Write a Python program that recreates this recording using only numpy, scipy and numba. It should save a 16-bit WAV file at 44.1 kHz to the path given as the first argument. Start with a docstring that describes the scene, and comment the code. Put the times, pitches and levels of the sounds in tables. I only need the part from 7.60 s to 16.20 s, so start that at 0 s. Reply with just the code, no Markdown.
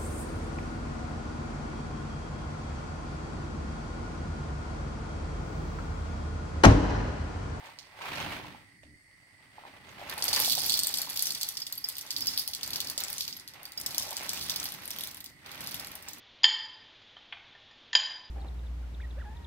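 """In a kitchen, close to a phone, roasted coffee beans slide from a tilted paper bag into a steel grinder bowl.
Each bean clicks, bounces and stirs the beans already there. The hits make the steel ring, less and less
as the heap covers it. The bag rustles as beans scrape the paper, knocks as they tap it and booms as
their weight shifts; its creases snap. Behind it all are one soft, low creak and a quiet, steady hiss."""
import sys
import numpy as np
from scipy import signal
from scipy.fft import rfft, irfft, next_fast_len
from scipy.io import wavfile
from scipy.ndimage import uniform_filter1d
from numba import njit

SR = 44100
rng = np.random.default_rng(int(sys.argv[2]) if len(sys.argv) > 2 else 0)


def materialize(psi):
    """Save the field psi as 16-bit PCM at rate SR to the path in sys.argv[1].

    A 1-D psi becomes a single channel; in a 2-D psi each row is a channel.
    """
    bounded = np.clip(np.atleast_2d(psi).T, -1, 1)
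    quanta = np.round(bounded * 32767).astype(np.int16)
    wavfile.write(sys.argv[1], SR, quanta)


N = 379260

# A few faint clicks, then beans landing one by one: start_s, level_db, treble_share_db, knock_hz, tick_hz
CLICKS_AND_LANDINGS = [(2.2684, -50, -11, 3450, 9130), (2.2914, -39.5, -21, 3160, 7930),
                       (2.3457, -60, -8, 3370, 8720), (2.3951, -44, -11, 3540, 8300),
                       (2.4155, -50, -5, 3520, 8740), (2.4789, -45, -6, 3320, 12100),
                       (2.4968, -25.5, -4, 3950, 11900), (2.5387, -39, 0, 3110, 12600),
                       (2.5792, -26, -2, 4320, 9300), (2.624, -17.5, -9, 5030, 8450),
                       (2.641, -17.5, 0, 5230, 12700), (2.6809, -15.5, -11, 4600, 8600),
                       (2.7304, -14, -10, 4500, 8330), (2.7479, -17, -8, 4660, 13000),
                       (2.7622, -13, -9, 4600, 8350), (2.8006, -14, 0, 4370, 12900),
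                       (2.858, -22, -21, 4430, 11600), (2.9239, -17, -5, 4350, 8400),
                       (2.98, -18, -8, 4300, 8200), (3.0242, -36, -3, 4570, 11600),
                       (3.0635, -19.5, 0, 4430, 12100), (3.096, -12.5, -7, 4240, 8600),
                       (3.1209, -15.5, -5, 4700, 8550), (3.1405, -13.5, -13, 4460, 8430),
                       (3.1911, -15, -2, 4660, 8500), (3.2336, -16.5, -2.5, 4670, 8770),
                       (3.2706, -16, -0.5, 4470, 8600), (3.3399, -17, -4, 4560, 8500),
                       (3.3723, -22, -1, 4680, 8360), (3.385, -18.5, -4, 5000, 11800),
                       (3.4172, -19, -2.5, 4430, 11400), (3.499, -24, 2, 5600, 11600),
                       (3.5415, -34, 1, 4270, 11400), (3.5604, -25.5, 0, 4940, 12000),
                       (3.573, -19.5, -4, 5070, 11700), (3.5933, -17, -6, 4580, 11400),
                       (3.6233, -14, 1, 6240, 11000), (3.6557, -19, -9, 5530, 13900),
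                       (3.6698, -19, -6, 5730, 11500), (3.7058, -20, -4, 4600, 8410),
                       (3.7491, -22.5, -6, 5240, 10700), (3.8118, -21, -5.5, 4640, 8190),
                       (3.831, -17.5, -4, 4500, 11500), (3.8878, -20.5, -1, 6050, 11500),
                       (3.9705, -21.5, -12, 5200, 8550), (4.0027, -29, -6, 4950, 12200),
                       (4.018, -29, -11, 5050, 8200), (4.0665, -25.5, -5, 4700, 8590),
                       (4.1243, -23.5, -1.5, 4500, 12000), (4.153, -35, 1, 5080, 11800),
                       (4.177, -29.5, 1, 4600, 12200), (4.2413, -27, -3.5, 4940, 11800),
                       (4.2872, -20.5, -0.5, 4830, 11100), (4.354, -32.5, -10, 5200, 8830),
                       (4.3678, -30.5, -3, 3890, 12300), (4.3824, -24, 0.5, 3100, 14500),
                       (4.411, -28.5, -3.5, 5800, 11700), (4.4644, -35, -6, 5540, 10900),
                       (4.5062, -18.5, -8, 4900, 11800), (4.5641, -18, -16, 4600, 15300),
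                       (4.5836, -32, 3, 4900, 15000), (4.607, -24, -4, 5100, 11700),
                       (4.6579, -27, -5, 4480, 15400), (4.6701, -16, -5, 4950, 11600),
                       (4.7327, -32, -7, 4940, 9830), (4.7761, -14.5, -7.5, 4600, 11700),
                       (4.7935, -18.5, 1, 4870, 12900), (4.8171, -32, -3, 4880, 11500),
                       (4.8764, -19, -2, 5100, 11400), (4.9345, -23.5, -17, 4660, 12600),
                       (4.9489, -22.5, -6, 4700, 8000), (5.0103, -31, -16, 3280, 11100),
                       (5.0317, -21, -8, 4900, 11700), (5.062, -31, -4, 4620, 13200),
                       (5.076, -26.5, 1, 4860, 13700), (5.105, -25, -3, 4230, 13000),
                       (5.1328, -18.5, -13, 4400, 11600), (5.1586, -19, -10, 4830, 11700),
                       (5.2033, -17.5, -6.5, 4140, 15400), (5.2463, -29, -7, 5120, 10100),
                       (5.2719, -24.5, -7, 4870, 11600), (5.299, -21, -2, 4700, 14400),
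                       (5.3614, -38, -15, 5460, 7850), (5.3779, -17.5, -7, 4830, 7900),
                       (5.4037, -21.5, -3.5, 4220, 14800), (5.4368, -19, -4, 5540, 7800),
                       (5.4821, -28, -5, 5140, 11100), (5.501, -25.5, -0.5, 4800, 14800),
                       (5.5289, -23.5, -1.5, 4610, 9800), (5.5818, -22, -7, 6040, 8350),
                       (5.6078, -17, -8, 4400, 12200), (5.6787, -22, -9, 4550, 14800),
                       (5.727, -27.5, -18, 4850, 11900), (5.7664, -34, -6, 3780, 11600),
                       (5.7978, -36, -4, 5050, 9580), (5.8767, -30.5, -8, 4400, 11100),
                       (5.937, -38, -5, 4950, 11500), (6.0312, -37, 1, 4680, 12800),
                       (6.0535, -32.5, -3, 4630, 12700), (6.1197, -34, -3, 4670, 9960),
                       (6.1753, -26.5, -7, 4870, 14500), (6.1999, -30, 0, 5120, 12600),
                       (6.2127, -26, -2, 4970, 10700), (6.262, -18.5, -3, 5400, 12200),
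                       (6.3077, -29, -5, 4590, 11700), (6.327, -37, -1, 5060, 11800),
                       (6.346, -24, -3, 4250, 15500), (6.381, -14, -4.5, 5390, 10500),
                       (6.4235, -24, -7, 5110, 10700), (6.4913, -29.5, -3, 5540, 8000),
                       (6.507, -29, 1, 5820, 7810), (6.5287, -28.5, -4.5, 4380, 11800),
                       (6.5677, -20.5, -3.5, 4700, 8000), (6.6329, -31, 3, 5810, 15300),
                       (6.6928, -18, -7, 5350, 8250), (6.7323, -25, 0, 5600, 14700),
                       (6.774, -24, -12, 3100, 8420), (6.812, -24.5, -17, 4400, 8380),
                       (6.839, -33, 4, 3660, 11900), (6.8968, -16, -11, 4730, 8100),
                       (6.9605, -19.5, -4.5, 4860, 13900), (6.9997, -22, -3, 5720, 8250),
                       (7.03, -27, -3, 4470, 12100), (7.0413, -24.5, 1, 3140, 12100),
                       (7.0557, -21.5, -5, 4630, 12300), (7.0879, -27, -3, 5600, 11600),
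                       (7.121, -28, -2.5, 3360, 11600), (7.1396, -33, -0.5, 4610, 12400),
                       (7.1927, -50, 0.5, 4710, 12300), (7.2206, -44, 1, 3310, 12600),
                       (7.2346, -36, -1, 3020, 12600), (7.2555, -28.5, -1, 4270, 14000),
                       (7.2772, -28.5, 0.5, 3520, 10300), (7.305, -24.5, -1.5, 3260, 12300),
                       (7.332, -33, -6, 3020, 14300), (7.362, -31.5, -3, 3360, 13000),
                       (7.386, -25, -2.5, 3370, 13500), (7.4084, -23.5, -3, 3330, 11900),
                       (7.4364, -24, -2, 3670, 11800), (7.472, -30, -0.5, 3580, 11300),
                       (7.5139, -38, 2, 4050, 14700), (7.5452, -34, 0, 3260, 11300),
                       (7.5695, -32.5, 0, 3180, 13400), (7.6042, -33, 2, 3750, 12000),
                       (7.6421, -31, 1, 3000, 14500), (7.6606, -32.5, -7, 4700, 12100),
                       (7.7918, -55, -7, 3150, 7610), (7.8172, -58, -7, 3280, 7600),
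                       (7.8614, -35, -6, 4210, 14900), (7.8926, -37, -14, 3280, 11500),
                       (7.916, -33, -5, 4200, 11700), (7.9415, -45, -3, 4710, 12400),
                       (7.9549, -39, -3, 3270, 13600), (7.9779, -36, -12, 3430, 11000),
                       (8.0068, -30, -0.5, 5920, 11300), (8.0396, -34, -1, 3310, 13000),
                       (8.0724, -25.5, -5.5, 4700, 12100), (8.111, -32, -1, 4640, 12100),
                       (8.1435, -23.5, -2, 3070, 12400), (8.1969, -28, -1, 4980, 12900),
                       (8.2464, -29.5, -4.5, 4470, 14100), (8.2704, -32.5, 6, 3920, 11500),
                       (8.3161, -33, -3, 3560, 13500), (8.353, -31.5, -0.5, 3030, 12100),
                       (8.4247, -37, -0.5, 4830, 15400), (8.4782, -43, -6, 5080, 8400),
                       (8.4852, -26.5, -3, 5600, 15500), (8.5331, -32.5, -2, 6600, 12200),
                       (8.583, -43, -1, 3840, 12500)]
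# How hard the stream of beans jostles in the bowl: time_s, level_db
BEAN_FLOW = [(2.3, -83), (2.42, -78), (2.6, -50), (2.79, -32.5), (2.84, -27.5), (2.98, -31.5), (3.27, -35),
             (3.39, -43.5), (3.79, -41), (4.07, -56), (4.44, -57), (4.7, -40), (5.0, -58), (5.33, -60),
             (5.6, -42), (5.81, -62), (5.9, -78), (6.13, -78), (6.37, -45.5), (6.93, -39.5), (7.07, -53.5),
             (7.51, -48.5), (7.67, -92), (7.91, -60), (8.06, -44), (8.18, -47), (8.32, -61), (8.6, -56)]
# The bowl's own tones (a ring time is the time to fade by 60 dB): pitch_hz, level_db, ring_s
STEEL_TONES = [(3526, -42, 0.12), (4180, -39, 0.1), (4300, -37, 0.09), (4405, -34, 0.09), (4570, -37, 0.07),
               (4675, -37, 0.07), (4790, -39, 0.06), (4945, -38, 0.06), (5055, -41, 0.07),
               (5260, -38, 0.033), (8430, -40, 0.033), (11740, -38, .07), (12240, -44, 0.06)]
# The steel rings less as the heap grows: time_s, gain_db
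HEAP_MUFFLING = [(2.3, -2), (3.5, -2), (4.8, -5), (5.8, -9), (6.6, -14), (8.6, -22)]
# Beans that hit bare steel and leave one tone singing: start_s, level_db, rough_pitch_hz
STEEL_PINGS = [(2.625, -38, 4300), (2.682, -35, 4360), (2.731, -37, 4410), (2.86, -33, 4410),
               (3.096, -30, 4420), (3.972, -33, 5050), (4.019, -28.5, 5050), (4.125, -37, 4410),
               (4.126, -40, 11900), (4.178, -34.5, 4670), (4.179, -34, 11600), (4.243, -24.5, 5050),
               (4.287, -39, 11750), (4.62, -25, 5050), (4.679, -20.5, 5050), (4.735, -32, 5100),
               (4.795, -26, 4900), (5.727, -39, 5130), (5.767, -39, 11550), (5.878, -47, 11400),
               (6.053, -39, 4670), (6.177, -28.5, 5050), (7.41, -51, 11750)]

# Beans scraping along the paper: time_s, level_db
SCRAPE_LEVELS = [(0.0, -56.5), (0.07, -52), (0.19, -65), (0.36, -59), (0.41, -45.5), (0.55, -40),
                 (0.61, -40.5), (0.76, -43.5), (0.9, -52.5), (1.05, -67), (1.2, -77), (1.45, -75.5),
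                 (1.92, -66), (2.08, -56.5), (2.23, -61.5), (2.44, -49.5), (2.72, -43.5), (2.78, -38),
                 (2.94, -56), (3.0, -49), (3.71, -54), (4.19, -62.5), (4.5, -55.5), (4.72, -52.5),
                 (4.86, -60.5), (5.1, -51), (5.29, -52), (5.36, -55.5), (5.4, -49.5), (5.89, -65.5),
                 (5.96, -54.5), (6.1, -59), (6.42, -50), (6.59, -51), (7.04, -47.5), (7.11, -54),
                 (7.5, -56), (7.76, -70), (7.82, -60), (7.87, -53), (8.14, -49.5), (8.21, -51.5),
                 (8.6, -57.5)]
# The tone colour of that scrape: frequency_hz, gain_db
SCRAPE_COLOUR = [(210, -32), (350, -13.5), (391, -12.5), (481, -11.5), (864, -6.5), (1130, -8), (2390, -6),
                 (4500, -16.5), (7130, -27.5), (15500, -28)]
# The weight of the beans shifting against the bag walls: time_s, level_db
BOOM_LEVELS = [(0.0, -74), (0.07, -66), (0.29, -72), (0.45, -60), (0.62, -45), (0.93, -52.5), (0.96, -60),
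               (1.12, -69), (1.34, -61), (1.39, -76), (1.84, -69.5), (2.85, -51), (3.64, -63.5),
               (3.69, -55), (3.78, -64), (4.5, -67.5), (4.67, -53), (4.88, -65.5), (5.1, -54.5),
               (6.15, -68), (6.2, -55.5), (6.37, -57.5), (6.42, -53), (6.52, -63), (6.7, -52.5),
               (7.62, -61), (7.74, -64), (8.17, -55.5), (8.48, -62), (8.6, -59)]
# The tone colour of the booming walls: frequency_hz, gain_db
BOOM_COLOUR = [(15, -43), (25, -23), (81, 1.5), (210, -1), (243, -2.5), (306, 0.5), (345, -10.5), (394, -4),
               (450, -22), (580, -19), (990, -120)]
# How loud beans patter on the bag, compared with the scrape: time_s, offset_db
PATTER_OFFSETS = [(0, 1.5), (.4, -3), (1.0, -3.5), (1.95, 0.5), (2.3, 2.5), (3.0, -3), (3.5, -12),
                  (3.7, -15), (4.8, -11), (5.0, -11), (5.9, -10), (6.5, 5.5), (6.6, -9.5), (8.6, -8)]
# Single beans that tap the hollow bag: start_s, level_db, pitch_hz
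BAG_TAPS = [(0.031, -40, 786), (0.09, -39, 920), (0.389, -40, 700), (0.411, -34, 988), (0.453, -40, 684),
            (0.519, -34, 960), (0.604, -29, 880), (0.667, -33, 890), (0.725, -33, 794), (0.797, -36, 856),
            (0.846, -37, 907), (0.947, -39, 869), (1.234, -48, 619), (1.982, -36.5, 860), (2.037, -39, 890),
            (2.052, -35.5, 890), (2.396, -39, 745), (2.415, -35.5, 735), (2.465, -41, 826),
            (2.575, -32, 850), (2.687, -37, 586), (2.73, -29, 830), (2.818, -43, 662), (2.878, -30.5, 740),
            (2.977, -28.5, 756), (3.394, -43, 725), (3.473, -34.5, 990), (4.891, -44, 776),
            (5.182, -44, 921), (5.378, -39, 604), (6.465, -36, 738), (6.525, -32.5, 885), (7.02, -41, 732),
            (8.182, -47, 960)]
# Creases that snap in the paper: start_s, level_db, pitch_hz, left_minus_right_db
CREASE_SNAPS = [(0.0587, -41, 3290, 12), (0.091, -48, 2500, -0.5), (0.188, -30.5, 4500, -6),
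                (0.3895, -51, 2500, -2.5), (0.421, -33, 2730, 2), (0.558, -32.5, 4350, -10),
                (0.602, -26.5, 2760, 5), (1.233, -50, 2500, -10), (1.2384, -55, 2530, -7)]

# The tone colour of the kitchen hiss: frequency_hz, gain_db
HISS_COLOUR = [(18, -38), (30, 5), (64, 6), (111, 15.5), (596, -29), (883, -45.5), (1420, -19.5),
               (1990, 15.5), (2800, -51), (4610, -3), (7010, -11), (8870, -3), (12200, -16), (14600, -24),
               (15800, -15)]
# Narrow bands that stand out of the hiss: centre_hz, width_hz, level_db
HISS_BANDS = [(2000, 260, -63.5), (4540, 340, -75), (7800, 160, -83.5), (8480, 320, -78)]
# How alike left and right are in spread-out sound: frequency_hz, likeness (1 = same, 0 = unrelated)
STEREO_LIKENESS = [(60, 1), (130, 0.97), (290, 0.87), (640, 0.53), (1410, 0.16), (3100, 0.057),
                   (6820, 0.089), (15000, -0.03)]
# How the phone's two microphones differ: frequency_hz, left_minus_right_db
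MIC_BALANCE = [(60, 7), (110, -9.5), (200, 1.5), (380, -1.5), (700, 0.5), (1290, -2.5), (2380, -2.5),
               (4400, -6), (8120, 2), (15000, -1.5)]

STIR_DB, STIR_FADE_S = -16, .14  # a landing stirs the heap: level against the landing, time to settle
JOSTLE_TREBLE_DB, TREBLE_DB_PER_S = -4.5, -0.33  # the jostles' treble share starts here, then falls
SURGE_DB, SURGES_PER_S = 1.24, 30  # how unevenly the beans slide


def landings(pan_db=2.5, pan_range_db=6.5):
    """Faint clicks, then landing beans, at random spots mostly a little to the left: rows for clicks()."""
    pans = pan_db + pan_range_db * (rng.random((len(CLICKS_AND_LANDINGS), 1)) - .5)
    return np.c_[CLICKS_AND_LANDINGS, pans]


def bounces(rows, count=4, span_s=0.042, first_db=-11, fade_db=-9):
    """Each hit is followed by a few weaker ones of nearby pitch; later ones are softer."""
    after = np.repeat(np.array(rows, float), count, axis=0)
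    delay, softness, knock, tick = rng.random((len(after), 4)).T
    after[:, 0] = np.minimum(after[:, 0] + .004 + span_s * delay ** 1.5, (N - 1) / SR)
    after[:, 1] += first_db + fade_db * delay - 0.6 * softness
    after[:, 3] *= 0.93 + 0.34 * knock
    after[:, 4] = np.clip(after[:, 4] * (0.693 + 0.37 * tick), 7000, 15500)
    return np.r_[rows, after]


def jostles(count=4000):
    """Small bumps in the heap follow the flow and flare after each landing: rows for clicks()."""
    when, force, knock, tick, side, treble = rng.random((count, 6)).T
    first_s = BEAN_FLOW[0][0]
    start_s = first_s + (N / SR - first_s) * when
    hit_s, hit_db = np.transpose(CLICKS_AND_LANDINGS)[:2]
    since_s = start_s[:, None] - hit_s
    stir_db = hit_db + STIR_DB - 60 * np.abs(since_s) / STIR_FADE_S
    stir_power = np.sum((since_s > 0) * undb(2 * stir_db), axis=1)
    flow_power = undb(2 * curve(BEAN_FLOW)[(start_s * SR).astype(int)])
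    db = 10 * np.log10(flow_power + stir_power)
    db += np.minimum(-2.5 * np.log(force + 1e-9), 16.0)  # a few are much harder
    treble_db = JOSTLE_TREBLE_DB + TREBLE_DB_PER_S * (start_s - first_s) + 4.1 * (treble - .5)
    return np.c_[start_s, db, treble_db, 3400 + 2400 * knock, 7500 + 8000 * tick, 10.5 * (side - .5)]


def clicks(start_s, db, treble_db, knock_hz, tick_hz, pan_db, knock_s=0.0032, tick_s=0.003):
    """A hard hit gives short knocks and higher ticks; each microphone hears them differently."""
    out = np.zeros((2, N))
    right_lag_s = 4.5 / SR
    treble = np.clip(undb(treble_db), .1, .95)
    body = np.sqrt(1 - treble ** 2)
    chance = rng.random((len(start_s), 6, 5))  # five dice for each of a hit's six tones
    pitch = chance[:, :, 4].T
    tones = [(knock_hz, knock_s, 1.48 * body), (tick_hz, tick_s, 1.41 * treble),
             (3000 + 800 * pitch[2], knock_s, 0.37 * body),
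             (5200 + 1600 * pitch[3], knock_s, 0.53 * body),
             (7000 + 4200 * pitch[4], tick_s, 0.93 * treble),
             (11200 + 4400 * pitch[5], tick_s, 1.22 * treble)]
    for k, (hz, ring_s, size) in enumerate(tones):
        late = min(k, 1) * chance[:, k, 0]  # the main knock comes first
        fade_s = ring_s * (0.6 + 0.49 * chance[:, 5 - k, 3])
        for mic, sign in enumerate((1, -1)):
            start = ((start_s + mic * right_lag_s + .0012 * late) * SR).astype(np.int64)
            scatter_db = 2 * chance[:, k, 1 + mic] - 1
            gain = size * undb(db + sign * pan_db / 2 + scatter_db)
            phase = 2 * np.pi * (chance[:, k, 3] + mic * late)
            add_rings(out[mic], start, 1. * hz, fade_s, gain, phase)
    return out


def bowl(rows, spots=3):
    """Beans hit different spots; from each, the bowl echoes and its tones ring in another mix."""
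    t, out = np.arange(int(.25 * SR)) / SR, 0
    # a bean is too small to give off much sound below 3 kHz
    low_cut = signal.butter(4, 2650, "high", fs=SR, output="sos")
    for spot in range(spots):
        hits = signal.sosfilt(low_cut, clicks(*rows[spot::spots].T))
        ring = 0
        for hz, db, ring_s in STEEL_TONES:
            strength, phase = rng.random((2, 2, 1))
            fade = undb(db + 5.8 * (strength - 1.5)) * np.exp(-np.log(1000) * t / ring_s)
            ring = ring + fade * np.sin(2 * np.pi * (hz * t + phase))
        steel = convolve(hits * undb(curve(HEAP_MUFFLING)), ring)
        walls = convolve(hits, echoes(fade_s=.035, start_s=.001, db=-6.5))
        out = out + room(hits + walls + steel)
    return out


def pings():
    """The nearest steel tone sings alone, briefly, for half its usual ring time."""
    start_s, db, rough_hz = np.transpose(STEEL_PINGS)
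    tone_hz, _, ring_s = np.transpose(STEEL_TONES)
    nearest = np.abs(rough_hz[:, None] - tone_hz).argmin(axis=1)
    return rings(start_s, db, tone_hz[nearest], ring_s[nearest] / 2, lag_samples=4)


def bag():
    """Beans slide down the bag in uneven surges: it rustles, booms, patters and snaps."""
    scrape_db = curve(SCRAPE_LEVELS) + SURGE_DB * wander(SURGES_PER_S)
    boom_db = curve(BOOM_LEVELS) + SURGE_DB * wander(SURGES_PER_S)
    patter_db = scrape_db + curve(PATTER_OFFSETS) + 2 * SURGE_DB * wander(SURGES_PER_S)
    return scrape(scrape_db) + boom(boom_db) + patter(patter_db) + creases() + taps()


def scrape(db):
    """Beans rub over the paper; every tiny slip lifts the noise for a few milliseconds."""
    slips = (rng.random(N) < .012) * undb(3.8 * rng.exponential(size=N))
    grain = np.sqrt(.5 + signal.lfilter([1], [1, -.99], np.minimum(slips, 9.0)))
    rustle = colour(grain * wide_noise(), SCRAPE_COLOUR)
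    middle = signal.sosfilt(signal.butter(2, (1100, 2500), "band", fs=SR, output="sos"), rustle)
    return rustle / middle.std() * undb(db)  # db sets the level of the middle band


def boom(db):
    """Shifting weight moves the bag walls, which give a low rumble."""
    return level(colour(wide_noise(), BOOM_COLOUR), 0) * undb(db)


def patter(db, count=1500):
    """Many beans knock lightly on the hollow bag at random times."""
    when, force, pitch = rng.random((count, 3)).T
    start_s = when * (N - 1) / SR
    hit_db = db[(start_s * SR).astype(int)] + 9.0 * force ** 2
    return rings(start_s, hit_db, 560 + 520 * pitch, ring_s=.013)


def creases():
    """A crease gives way with a snap and a trail of smaller crackles."""
    start_s, db, hz, pan_db = np.transpose(CREASE_SNAPS)
    treble_db = np.full(len(start_s), -17)
    snaps = np.c_[start_s, db, treble_db, hz, 1.7 * hz, pan_db]
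    crackles = bounces(snaps, count=40, span_s=.08, fade_db=-15)
    return clicks(*crackles.T, knock_s=.002, tick_s=.0015)


def taps(knocks=3):
    """A bean taps the paper: a short knock with weaker ones of other pitch just behind."""
    start_s, db, hz = np.repeat(np.array(BAG_TAPS), knocks, axis=0).T
    delay, pitch = rng.random((len(start_s), 2)).T
    follows = np.arange(len(start_s)) % knocks > 0
    hz = hz * (1 + follows * .6 * (pitch - .4))
    return rings(start_s + follows * 0.0122 * delay, db - 11.0 * follows, hz, ring_s=0.014)


def creak(count=9, start_s=1.247, gap_s=.0128, db=-56, pitch_hz=95):
    """Soft, low slips come at a nearly even pace, a little unequal in strength."""
    timing, force = rng.random((count, 2)).T - .5
    slip_s = start_s + gap_s * (np.arange(count) + 0.091 * timing)
    return rings(slip_s, db + 4.0 * force, np.full(count, pitch_hz), ring_s=0.032)


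def room(x):
    """Tiles and cupboards answer with a short tail, duller than the source."""
    tail = signal.lfilter([.75], [1, -.25], echoes(fade_s=0.36, start_s=0.003, db=-9))
    return x + convolve(x, tail)


def kitchen_hiss(hiss_db=-64.5):
    """The kitchen hisses steadily, with a few narrow bands standing out."""
    out = level(colour(wide_noise(), HISS_COLOUR), hiss_db)
    for hz, width, db in HISS_BANDS:
        band = signal.butter(2, (hz - width / 2, hz + width / 2), "band", fs=SR, output="sos")
        out = out + level(signal.sosfilt(band, rng.standard_normal((2, N))), db)
    return out


def echoes(fade_s, start_s, db):
    """A fading swarm of echoes for each side, evened out so that no pitch stands out."""
    t = np.arange(int(.4 * SR)) / SR
    shape = np.exp(-np.log(1000) * t / fade_s) * (t > start_s)
    tail = rng.standard_normal((2, len(t))) * shape
    for _ in range(3):
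        bins = rfft(tail)
        tail = irfft(bins / np.abs(bins), len(t))  # make all frequencies equally strong
        tail = tail / np.sqrt(uniform_filter1d(tail ** 2, size=256) + 1e-18) * shape  # restore the fade
    return undb(db) * tail / np.sqrt(np.sum(tail ** 2, axis=1, keepdims=True))


def rings(start_s, db, hz, ring_s, lag_samples=9):
    """Plain fading tones that reach the left microphone first."""
    out, zeros = np.zeros(N), np.zeros(len(start_s))
    add_rings(out, (start_s * SR).astype(np.int64), 1. * hz, ring_s + zeros, undb(db), zeros)
    return np.array([out, np.roll(out, lag_samples)])


@njit
def add_rings(out, start, hz, ring_s, gain, phase):
    """Add one tone for each hit: it rises quickly, then dies away."""
    for k in range(len(start)):
        fall = np.log(1000) / (ring_s[k] * SR)
        for i in range(min(int(ring_s[k] * SR), len(out) - start[k])):
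            shape = np.exp(-fall * i) - np.exp(-max(4 * fall, .03) * i)
            out[start[k] + i] += 2 * gain[k] * shape * np.sin(2 * np.pi * hz[k] * i / SR + phase[k])


def wide_noise():
    """Noise whose left and right are alike in the bass and unrelated in the treble."""
    a, b = rng.standard_normal((2, N))
    n = next_fast_len(N)
    likeness = np.clip(over_hz(STEREO_LIKENESS, n), -.95, .95)
    mid, side = rfft(a, n) * np.sqrt(1 + likeness), rfft(b, n) * np.sqrt(1 - likeness)
    return irfft(np.array([mid + side, mid - side]), n)[:, :N] / np.sqrt(2)


def wander(steps_per_s):
    """A smooth random wobble, mostly between -1 and 1."""
    hold = int(SR / steps_per_s)
    steps = np.repeat(rng.standard_normal(N // hold + 1), hold)
    return 1.2 * uniform_filter1d(uniform_filter1d(steps, hold), hold)[:N]


def convolve(x, response):
    """Let every sample of a sound set off the same ring or echo."""
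    return signal.fftconvolve(x, response, axes=1)[:, :N]


def colour(x, table):
    """Turn frequencies up or down by a table of frequency_hz, gain_db."""
    n = next_fast_len(N)
    return irfft(rfft(x, n) * undb(over_hz(table, n)), n)[..., :N]


def over_hz(table, n):
    """A table's value at each frequency of an n-sample spectrum."""
    hz, value = np.transpose(table)
    return np.interp(np.log(np.arange(n // 2 + 1) * SR / n + 1), np.log(hz), value)


def curve(table):
    """Join a time table's points with straight lines, one value a sample."""
    return np.interp(np.arange(N) / SR, *np.transpose(table))


def level(x, db):
    """Scale a sound to an average (rms) level."""
    return x * undb(db) / np.sqrt(np.mean(x ** 2))


def undb(db):
    """Turn decibels into a plain multiplier."""
    return 10 ** (np.asarray(db) / 20)


def scene():
    """Beans in the bowl and the bag above it, in the kitchen."""
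    hits = np.r_[bounces(landings()), jostles()]
    return bowl(hits) + room(pings() + bag()) + creak() + kitchen_hiss()


def record(dry):
    """The phone's two microphones differ in tone colour, and the highest treble is cut."""
    hz, db = np.transpose(MIC_BALANCE)
    left, right = colour(dry[0], np.c_[hz, db / 2]), colour(dry[1], np.c_[hz, -db / 2])
    top_hz = 15750
    return signal.sosfilt(signal.ellip(10, .2, 60, top_hz, fs=SR, output="sos"), np.array([left, right]))


dry = scene()
out = record(dry)
materialize(out)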